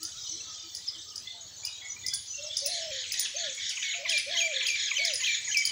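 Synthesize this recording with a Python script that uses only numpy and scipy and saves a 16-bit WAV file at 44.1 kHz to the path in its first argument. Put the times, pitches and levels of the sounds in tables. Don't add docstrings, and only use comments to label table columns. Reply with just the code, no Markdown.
import sys
import numpy as np
from scipy import signal
from scipy.fft import rfft, irfft, next_fast_len
from scipy.io import wavfile
from scipy.ndimage import uniform_filter1d, map_coordinates

SR = 44100
rng = np.random.default_rng(int(sys.argv[2]) if len(sys.argv) > 2 else 0)


def to_wav(sig):
    pcm = np.clip(np.atleast_2d(sig), -1, 1) * 32767
    pcm = np.round(pcm).astype(np.int16)
    wavfile.write(sys.argv[1], SR, pcm.T)


def boost_factor(decibels):
    exponent = np.asarray(decibels, float) / 20
    return 10 ** exponent


N = 251811

# start [s], peak level [dB], sweep level [dB], plateau level [dB].
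CHIP_CALLS = [(0.0305, -22, -21, -24.5), (0.749, -26.5, -7, -32), (1.1586, -27, -2, -32),
              (1.6505, -24.5, -10, -26), (2.064, -24, -5, -22.5), (2.136, -25, 1, -10.5),
              (2.569, -22.5, -3, -23), (2.6596, -24, 2, -10), (3.1203, -23.5, 0, -20),
              (3.1936, -26, 2.5, -6.5), (3.6928, -29, -4, -21), (4.0951, -26.5, -10, -14.5),
              (4.1777, -23, -23, -16), (4.6682, -23.5, -18, -25.5), (5.05, -24, -7, -28.5),
              (5.1366, -21, -23, -22), (5.571, -22.5, -9, -29.5), (5.6528, -20, -24, -20.5)]
# start [s], pitch factor, length factor, level [dB], third partial over it [dB].
CHATTER_BURSTS = [(2.694, 1.1, 1.19, -42, -7.5), (2.94, 1.004, .99, -42, 4), (3.161, 1.08, 0.91, -40.5, 4),
                  (3.386, 1.04, 0.9, -40.5, -10), (3.612, 0.94, 1, -42, 6.5), (3.846, 0.96, 0.9, -39.5, -9),
                  (4.084, 1.014, 0.96, -38.5, 5), (4.314, 1.01, 0.94, -38, -0.5),
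                  (4.545, 1.01, 1.05, -39, -11), (4.78, 1, 1.02, -39.5, 4.5),
                  (5.002, 1.03, 0.98, -39.5, -20), (5.264, 1.04, 0.9, -36.5, 1)]


def unit(x):
    return x / np.sqrt(np.mean(x ** 2) + 1e-20)


def filtered(x, points):
    hz, db = np.transpose(points)
    size = next_fast_len(N + 8192)
    log_hz = np.log(np.fft.rfftfreq(size, 1 / SR) + 1)
    gain = boost_factor(np.interp(log_hz, np.log(hz), db))
    return irfft(rfft(x, size) * gain, size)[:N]


def wobble(count, rate):
    knots = rng.standard_normal(int(count * rate / SR) + 4)
    return map_coordinates(knots, [np.arange(count) * rate / SR])


def curve(points, t):
    return np.interp(t, *np.transpose(points))


def patchy(x, patchy_db):
    z = signal.stft(x, nperseg=512)[2]
    field = uniform_filter1d(rng.standard_normal(z.shape), 5, 0)
    field = uniform_filter1d(field, 16, 1)
    return signal.istft(z * boost_factor(patchy_db * unit(field)), nperseg=512)[1][:N]


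def sing(out, s, path, partials, edge=0.0049, rough_db=3.5, waver=0.0037):
    when, hz = np.transpose(path)
    t = np.arange(when[0], when[-1], 1 / SR)
    unsteady_hz = np.interp(t, when, hz) * (1 + waver * wobble(len(t), 152.6))
    phase = 2 * np.pi * np.cumsum(unsteady_hz) / SR + 2 * np.pi * rng.random()
    tone = sum(boost_factor(np.interp(t, when, db + 0 * when)) * np.sin(k * phase) for k, db in partials)
    fade = np.sin(np.pi / 2 * np.clip(np.minimum(t - t[0], t[-1] - t) / edge, 0, 1)) ** 2
    breath = boost_factor(rough_db * wobble(len(t), 122.2))
    note = np.sqrt(2) * tone * fade * breath
    at = round((s + t[0]) * SR) + np.arange(len(t))
    inside = (at >= 0) & (at < N)
    out[at[inside]] += note[inside]


def flock():
    # time [s], near tree level [dB], far tree level [dB].
    swell = [
        (0.0, -47.5, -42.5),
        (2.04, -53.5, -53.5),
        (2.59, -43.5, -39.5),
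        (4.25, -46, -43.5),
        (5.71, -38.5, -41.5),
    ]
    # time [s], level [dB].
    landing = [(2.5, -17), (2.75, 0)]
    answer_db, answer_s = 7, 0.0697
    time, t = np.arange(N) / SR, np.arange(1400) / SR
    s, near_db, far_db = np.transpose(swell)
    near_high_db = near_db + 3.0 - np.interp(s, [2.5, 2.7], [0, 4.5])
    near_low_db = near_db - 3.5 + curve(landing, s)
    bursts = sum(np.exp(-((time - row[0] - .03) / answer_s) ** 2) for row in CHATTER_BURSTS)
    voices = [(near_high_db, 1, 2900, 4506), (far_db + 2.5, 0, 4290, 6590),
              (near_low_db, 1, 1751.0, 2400), (far_db - 5.5, 0, 7130, 8230)]
    out = np.zeros(N)
    for db, answer, low_hz, high_hz in voices:
        when, place, slope, length, size = rng.random((2600, 5, 1)).transpose(1, 0, 2)
        u = np.clip(t / (0.0068 + 0.02255 * length), 0, 1)
        middle_hz = low_hz + (high_hz - low_hz) * place ** 0.69
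        hz = middle_hz * (1 + (0.2966 * slope - .2) * (u - .5))
        tone = np.sin(2 * np.pi * np.cumsum(hz, axis=1) / SR)
        notes = boost_factor(4 * size) * np.sin(np.pi * u) ** 2 * tone
        at = (when * N).astype(int) + np.arange(len(t))
        crowd = np.bincount(at.ravel(), notes.ravel(), N)[:N]
        level_db = np.interp(time, s, db) - 6.5 + 2.1 * wobble(N, 7) + answer * answer_db * bursts
        out += boost_factor(level_db) * unit(crowd)
    return patchy(out, patchy_db=3.37)


def air():
    # frequency [Hz], level [dB].
    leaves = [(25, -31), (60, -12), (90, -8.5), (150, -14.5), (300, -17), (1000, -19.5), (2500, -18),
              (7800, -12.5)]
    self_noise = [(8600, -45.5), (13700, -42), (14800, -31.5), (15800, -23.5)]
    # time [s], level [dB].
    pump_level = [
        (0.0, -62),
        (1.27, -64.5),
        (2.54, -63.5),
        (3.809, -73),
        (5.08, -82),
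        (5.71, -86),
    ]
    hiss = boost_factor(-56.0) * unit(filtered(patchy(rng.standard_normal(N), patchy_db=4), leaves + self_noise))
    strokes = np.cumsum(17.6 * (1 + .05 * wobble(N, 5))) / SR
    thuds = np.diff(np.floor(strokes), prepend=0) * boost_factor(2.3 * wobble(N, 7.6))
    pipe = [(30, -53.0), (60, -16), (88, 0.0), (115, -5.0), (200, -28.0), (400, -66.0)]
    pump = unit(filtered(thuds, pipe))
    return hiss + boost_factor(curve(pump_level, np.arange(N) / SR) - 5.5) * pump


def warbler():
    # first burst [s], last burst [s], first level [dB], last level [dB].
    bouts = [
        (-.02, 0.75, -40, -48),
        (1.405, 1.405, -40, -40),
        (1.564, 2.27, -39, -38.5),
        (2.725, 2.725, -35, -41),
        (2.925, 3.03, -33.5, -42),
        (3.171, 3.25, -31.5, -45),
        (3.361, 3.885, -34, -31.5),
        (4.085, 4.19, -33, -50),
        (4.351, 6.4, -33.5, -26),
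    ]
    burst_s = .137
    out = np.zeros(N)
    for first, last, first_db, last_db in bouts:
        count = round((last - first) / burst_s) + 1
        for s, db in np.linspace([first, first_db], [last, last_db], count):
            for k, swell_db in enumerate([-10.5, -13.0, -8.0, -14.0, -10.5, -16.0]):
                slide_db = db + swell_db + np.array([-2, -1, -4])
                slide = [(0, 6960), (.007, 6820), (.015, 6380)]
                sing(out, s + k / 58, slide, [(1, slide_db)], edge=.003, waver=.012)
    return out


def singers():
    # start [s], length [s], pitch [Hz], slide [Hz], level [dB].
    whistles = [(.045, 0.045, 6070, -46, -53), (1.535, 0.074, 6220, -200, -52), (2.56, 0.15, 5916, 32, -58),
                (.148, 0.096, 5240, 602, -60), (.238, 0.054, 6150, -300, -53.5),
                (.363, 0.13, 5960, -54, -51.5), (.488, 0.081, 5980, -60, -53), (1.89, 0.055, 5970, 68, -48),
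                (2.265, 0.12, 6070, 338, -46.5), (2.823, 0.022, 5260, 10, -46),
                (2.848, 0.023, 5270, 6, -42), (2.874, 0.013, 5330, 10, -43), (2.903, .012, 5200, 20, -51),
                (3.356, 0.084, 6300, -67, -48.5), (4.365, 0.026, 6200, 702, -37),
                (4.395, 0.053, 6580, -50, -36.5), (4.433, 0.064, 7030, -52, -52),
                (4.665, 0.05, 6430, -53, -46), (4.962, 0.049, 6120, 110, -39.5),
                (5.079, 0.056, 6000, -370, -41), (5.515, 0.048, 6320, -41, -43.5),
                (3.745, .03, 6050, 8, -50), (4.14, 0.068, 7350, -150, -55), (4.842, 0.024, 6420, -200, -41),
                (5.235, 0.051, 6240, 150, -44), (5.28, 0.062, 6970, -100, -46)]
    cheeps = [(.235, 0.033, 3730, -54, -53), (.16, 0.1, 3750, -100, -56), (.403, 0.025, 2700, 50, -59),
              (.565, 0.098, 3620, -67, -54), (.54, 0.036, 3200, 502, -53), (.962, 0.066, 3680, -150, -53),
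              (.92, 0.056, 3270, -700, -53), (1.265, 0.066, 3620, 250, -50), (1.34, 0.071, 3750, 300, -56),
              (2.03, 0.044, 3700, 198, -49), (1.679, 0.1, 3770, 136, -51), (1.737, 0.13, 3320, 225, -53),
              (2.083, 0.076, 3430, 200, -49), (2.323, 0.087, 2762, -56, -50.5),
              (2.403, 0.067, 3694, 350, -50.5), (2.479, 0.072, 3500, 176, -47.5),
              (2.592, 0.039, 4480, 216, -42), (2.915, .02, 3495, -46, -42.5), (3.495, 0.04, 3700, -41, -48),
              (4.749, 0.014, 3890, 79, -42), (5.6, 0.12, 3096, -33, -44.5)]
    pipes = [(.55, 0.128, 1280, 45, -68), (0, 0.097, 1360, 257, -60.5), (.135, 0.06, 1344, 191, -64.5),
             (.442, 0.095, 1280, -63, -59), (1.045, 0.15, 1253, 28, -66), (.62, .06, 2400, 10, -65),
             (.72, 0.1, 1957, -50, -65.5), (.87, 0.053, 2085, 50, -67.5), (.95, 0.09, 1740, 10, -71.5),
             (1.25, 0.066, 2042, 50, -63.5), (1.63, 0.042, 2480, 354, -51.5),
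             (1.65, 0.039, 2870, -100, -54), (1.675, 0.03, 2510, -200, -52), (1.811, 0.078, 1973, 15, -53),
             (1.813, 0.075, 2196, 8, -51.5), (1.96, 0.034, 2440, 105, -51.5),
             (2.035, 0.06, 2050, 111, -51.5), (2.085, 0.019, 2350, 74, -52),
             (2.125, 0.02, 1576, 205, -51.5), (2.662, 0.065, 1900, -56, -59),
             (3.136, 0.035, 1917, 14.5, -52), (3.4, 0.094, 1434, 30, -62.5)]
    far_doves = [(2.37, 0.15, 601, 51, -50.5), (2.5, 0.062, 611, -16, -55.5), (2.715, 0.11, 600, -26, -55),
                 (3.935, 0.097, 691, 7.5, -55), (0, 0.059, 320, 8, -59), (.3, 0.067, 329, 29, -60),
                 (.63, 0.059, 334, 14, -61.5), (.96, 0.051, 330, 2, -64.5), (1.31, 0.14, 691, -63, -68),
                 (1.34, 0.035, 882, 11, -62.5)]
    dives = [(.855, 0.051, 5400, -3600, -41.5), (1.1, 0.033, 3100, -800, -56),
             (2.42, 0.079, 5850, -2800, -45.5), (3.1, 0.019, 2800, -1880, -47),
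             (4.8, 0.037, 3300, -1700, -45), (5.203, 0.02, 2850, -700, -43),
             (5.2, 0.021, 4400, -500, -35.5), (4.683, 0.019, 4200, -700, -49)]
    out, u = np.zeros(N), np.linspace(-1, 1, 9)
    kinds = [(whistles, -.012), (cheeps, .025), (pipes, .004), (far_doves, .025), (dives, -.015)]
    for notes, arch in kinds:
        for s, length, middle, slide, db in notes:
            hz = middle * (1 - arch * u ** 2) + slide / 2 * u
            path = np.transpose([(u + 1) / 2 * length, hz])
            rough_db = np.clip(middle / 450, 2, 6.5)
            sing(out, s, path, [(1, db - 1.5), (2, db - 40)], edge=.2 * length, rough_db=rough_db, waver=.016)
    return out


def chipper():
    # time [s], pitch [Hz].
    chip = [(-.003, 3930), (0, 4870), (.002, 5300), (.003, 6280), (.006, 9700), (.01, 9980), (0.019, 9450),
            (.0205, 6930), (0.0223, 4900), (0.027, 4800)]
    # time [s], level [dB].
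    facing = [(3.2, -1), (4.1, -15), (5.2, 5.5)]
    out = np.zeros(N)
    for s, db, sweep_db, plateau_db in CHIP_CALLS:
        plateau = [plateau_db + 0.5, plateau_db - 4.5, plateau_db - 3]
        body = np.array([-30, -6, -2.5, sweep_db - 2.5, *plateau, -11, -10.5, -12])
        sing(out, s, chip, [(0.98, db + body)], edge=0.003, rough_db=3, waver=0.03)
        sing(out, s, chip[:3], [(2.033, db - 35.5)], edge=0.00078)
        top_db = db + plateau_db + curve(facing, s)
        sing(out, s + .001, [(0, 4800), (.005, 5300)], [(3, top_db)], edge=.002, waver=.03)
    return out


def clicks():
    # time [s], peak level [dB].
    twigs = [
        (3.551, -50),
    ]
    snap_db, snap_s = -18.5, 0.0044
    t = np.arange(N) / SR
    puffs = [(row[0] + 0.0033, row[1] + snap_db) for row in CHIP_CALLS] + twigs
    shape = sum(boost_factor(db) * np.exp(-((t - s) / snap_s) ** 2) for s, db in puffs)
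    colour = [(2500, -23), (5000, 6), (9000, 7), (12000, -10.5), (15000, -9)]
    return shape * unit(filtered(rng.standard_normal(N), colour))


def doves():
    # start [s], upbeat [s], hold [s], tail [s], level [dB].
    coos = [
        (2.612, 0.065, 0.2, 0.163, -46),
        (3.337, 0.019, 0.085, 0.066, -47),
        (3.977, 0.06, 0.086, 0.0038, -50.5),
        (4.258, 0.03573, .19, 0.197, -45),
        (4.98, 0.021, 0.085, 0.078, -47.5),
    ]
    # pitch [Hz], level [dB], at the start and end of upbeat, top, end of hold, start and end of tail.
    coo_shape = [(534, -2), (578.3, 2.5), (715, -8.5), (628, -1), (538.6, -0.5), (494, -19)]
    break_s, drop_s = 0.0186, 0.0288
    out, (hz, shape_db) = np.zeros(N), np.transpose(coo_shape)
    for s, upbeat, hold, tail, level_db in coos:
        db = level_db + shape_db
        when = np.cumsum([0, upbeat, break_s, hold, drop_s, tail])
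        partials = [(1, db), (2, db - 39)]
        sing(out, s, np.transpose([when, hz]), partials, edge=0.017, rough_db=0.36, waver=0.024)
    return out


def chatterer():
    # time [s], pitch [Hz], level [dB].
    arc = [(-.04, 1161, -5), (-.028, 1256, -4), (-.02, 1921, -3), (-.014, 1950, -13), (-.003, 1641, -1)]
    stroke = [(0, 2171, -10), (.0065, 2108, -5), (.022, 1680, -2), (.029, 1595, -6)]
    tail_off = (0.046, 1086, -5)
    # time [s], level [dB].
    mate = [(2.7, -3), (4.8, -3.5), (5.2, -10)]
    # frequency [Hz], level [dB].
    throat = [(1100, -24), (1550, -5.5), (1800, 0), (8000, 0.5)]
    stroke_s, stroke_grows_db = .0325, 0.63
    mate_s, mate_pitch = 0.016, 0.95
    strokes = [np.add(point, [k * stroke_s, 0, k * stroke_grows_db]) for k in range(3) for point in stroke]
    when, hz, swell = np.transpose([*arc, *strokes, np.add(tail_off, [2 * stroke_s, 0, 0])])
    out = np.zeros(N)
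    for s, pitch, length, db, third_db in CHATTER_BURSTS:
        partials = [(1, db - 8 + swell), (2, db + 2.0 + swell), (3, db + third_db - 9 + swell)]
        path = np.transpose([when * length, hz * pitch])
        sing(out, s + 0.0028, path, partials, edge=0.0041, rough_db=4, waver=0.0119)
        mate_db = curve(mate, s)
        mate_partials = [(k, v + mate_db) for k, v in partials]
        mate_path = path * [1, mate_pitch]
        sing(out, s + mate_s, mate_path, mate_partials, edge=0.0023, rough_db=4, waver=0.0121)
    return filtered(out, throat)


def whistler():
    # start [s], pitch factor, level [dB].
    leads = [
        (3.786, 1.01, -42),
        (4.063, 0.99, -40),
        (4.35, 1.006, -37),
        (4.626, 1, -37),
        (4.924, 1.0, -37.5),
        (5.214, 1.01, -40.5),
        (5.489, 0.84, -44.5),
    ]
    # start [s], pitch factor, held level [dB], octave level [dB], upbeat overtone level [dB].
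    calls = [
        (3.832, 0.95, -43.5, -48, -59.5),
        (4.122, 1.02, -38.5, -49, -54),
        (4.404, 1.01, -39, -45, -47),
        (4.686, 1.014, -41, -46, -50),
        (4.982, .962, -40, -41.5, -52),
        (5.269, 1.01, -40, -66, -48),
        (5.547, 0.99, -39, -52, -52.5),
    ]
    # time [s], pitch [Hz].
    swoop = [(-.02, 3338), (-.009, 2400), (0, 2050), (.024, 1988)]
    upbeat = [(-.03, 2900), (-.017, 3230), (.002, 3150)]
    step = [(0, 3306), (.004, 2711), (.011, 2430), (.024, 2335), (.072, 2311), (.084, 1990)]
    out, effort, t = np.zeros(N), np.zeros(N), np.arange(N) / SR
    for s, pitch, db in leads:
        level = db + np.array([-7.5, 1.5, -4.0, -3.0])
        undertone = db + np.array([-56, -19, -20.5, -26])
        sing(out, s, np.multiply(swoop, [1, pitch]), [(1, level), (.5, undertone)], rough_db=4.5, waver=0.01)
    for s, pitch, db, octave_db, upbeat_db in calls:
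        up = upbeat_db + 15.0
        held = db + np.array([8, 9, 5.5, 6.5, 5.0, -1])
        sing(out, s - .004, np.multiply(upbeat, [1, pitch]), [(1, up), (2, up - 7)], edge=0.0021, waver=0.008)
        effort += boost_factor(up - 25.5) * np.exp(-((t - s) / 0.051) ** 2)
        third = held - np.array([18, 14, 22, 31, 9.3, 27])
        partials = [(1, held), (2, held + octave_db - db - 6.5), (3, third), (5, held - 44), (6, held - 42)]
        sing(out, s - .004, np.multiply(step, [1, pitch]), partials, edge=.004, rough_db=2.3, waver=.005)
    breath = patchy(rng.standard_normal(N), patchy_db=2.0)
    return out + effort * unit(filtered(breath, [(6000, -33.0), (8500, -5.0), (15000, -1)]))


def garden(x, wet_db, echo_db):
    # frequency [Hz], time to fall 60 dB [s].
    trees = [(300, 0.27), (2500, 0.64), (6000, 0.16), (10000, 0.33), (15000, 0.072)]
    # delay [s], level [dB].
    walls = [(.003, -11), (.009, -11), (.021, -12), (.034, -13)]
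    hz, t, z = signal.stft(rng.standard_normal(SR // 2), SR, nperseg=256)
    t60 = curve(trees, hz)
    tail = signal.istft(z * boost_factor(-60 * t / t60[:, None]), SR, nperseg=256)[1]
    tail = np.pad(boost_factor(wet_db) * tail / np.linalg.norm(tail), (150, 0))
    tail[0] = 1
    for s, db in walls:
        tail[round(s * SR)] += boost_factor(db + echo_db)
    return signal.fftconvolve(x, tail)[:N]


def scene():
    far = boost_factor(-3.0) * garden(flock(), wet_db=-5.0, echo_db=-39)
    far += garden(warbler(), wet_db=-1.0, echo_db=1)
    far += garden(singers(), wet_db=-6, echo_db=-8)
    near = garden(chipper() + clicks(), wet_db=-4.5, echo_db=-11)
    near += garden(doves(), wet_db=-12, echo_db=-8)
    rattle = chatterer()
    hidden = np.interp(np.arange(N) / SR, [2.7, 3.3, 5.25], [.5, .25, 0])
    near += garden(rattle, wet_db=-7, echo_db=-4) - hidden * rattle
    whistle = garden(whistler(), wet_db=-11, echo_db=-9)
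    near += whistle + boost_factor(-27.0) * np.pad(whistle, (SR // 10, 0))[:N]
    return (near + far + air())[None]


def roll_off(x):
    return signal.sosfilt(signal.butter(12, 16960, fs=SR, output="sos"), x)


def record(dry):
    # frequency [Hz], level [dB].
    microphone = [(300, 2), (7000, 2.5), (8500, -7), (9700, 7.5), (11000, 3.5), (13500, -1), (15000, 10)]
    band_limit = [(15780, 0), (15850, -120)]
    mix = filtered(dry[0], microphone + band_limit)[None]
    return roll_off(mix)


dry = scene()
out = record(dry)
to_wav(out)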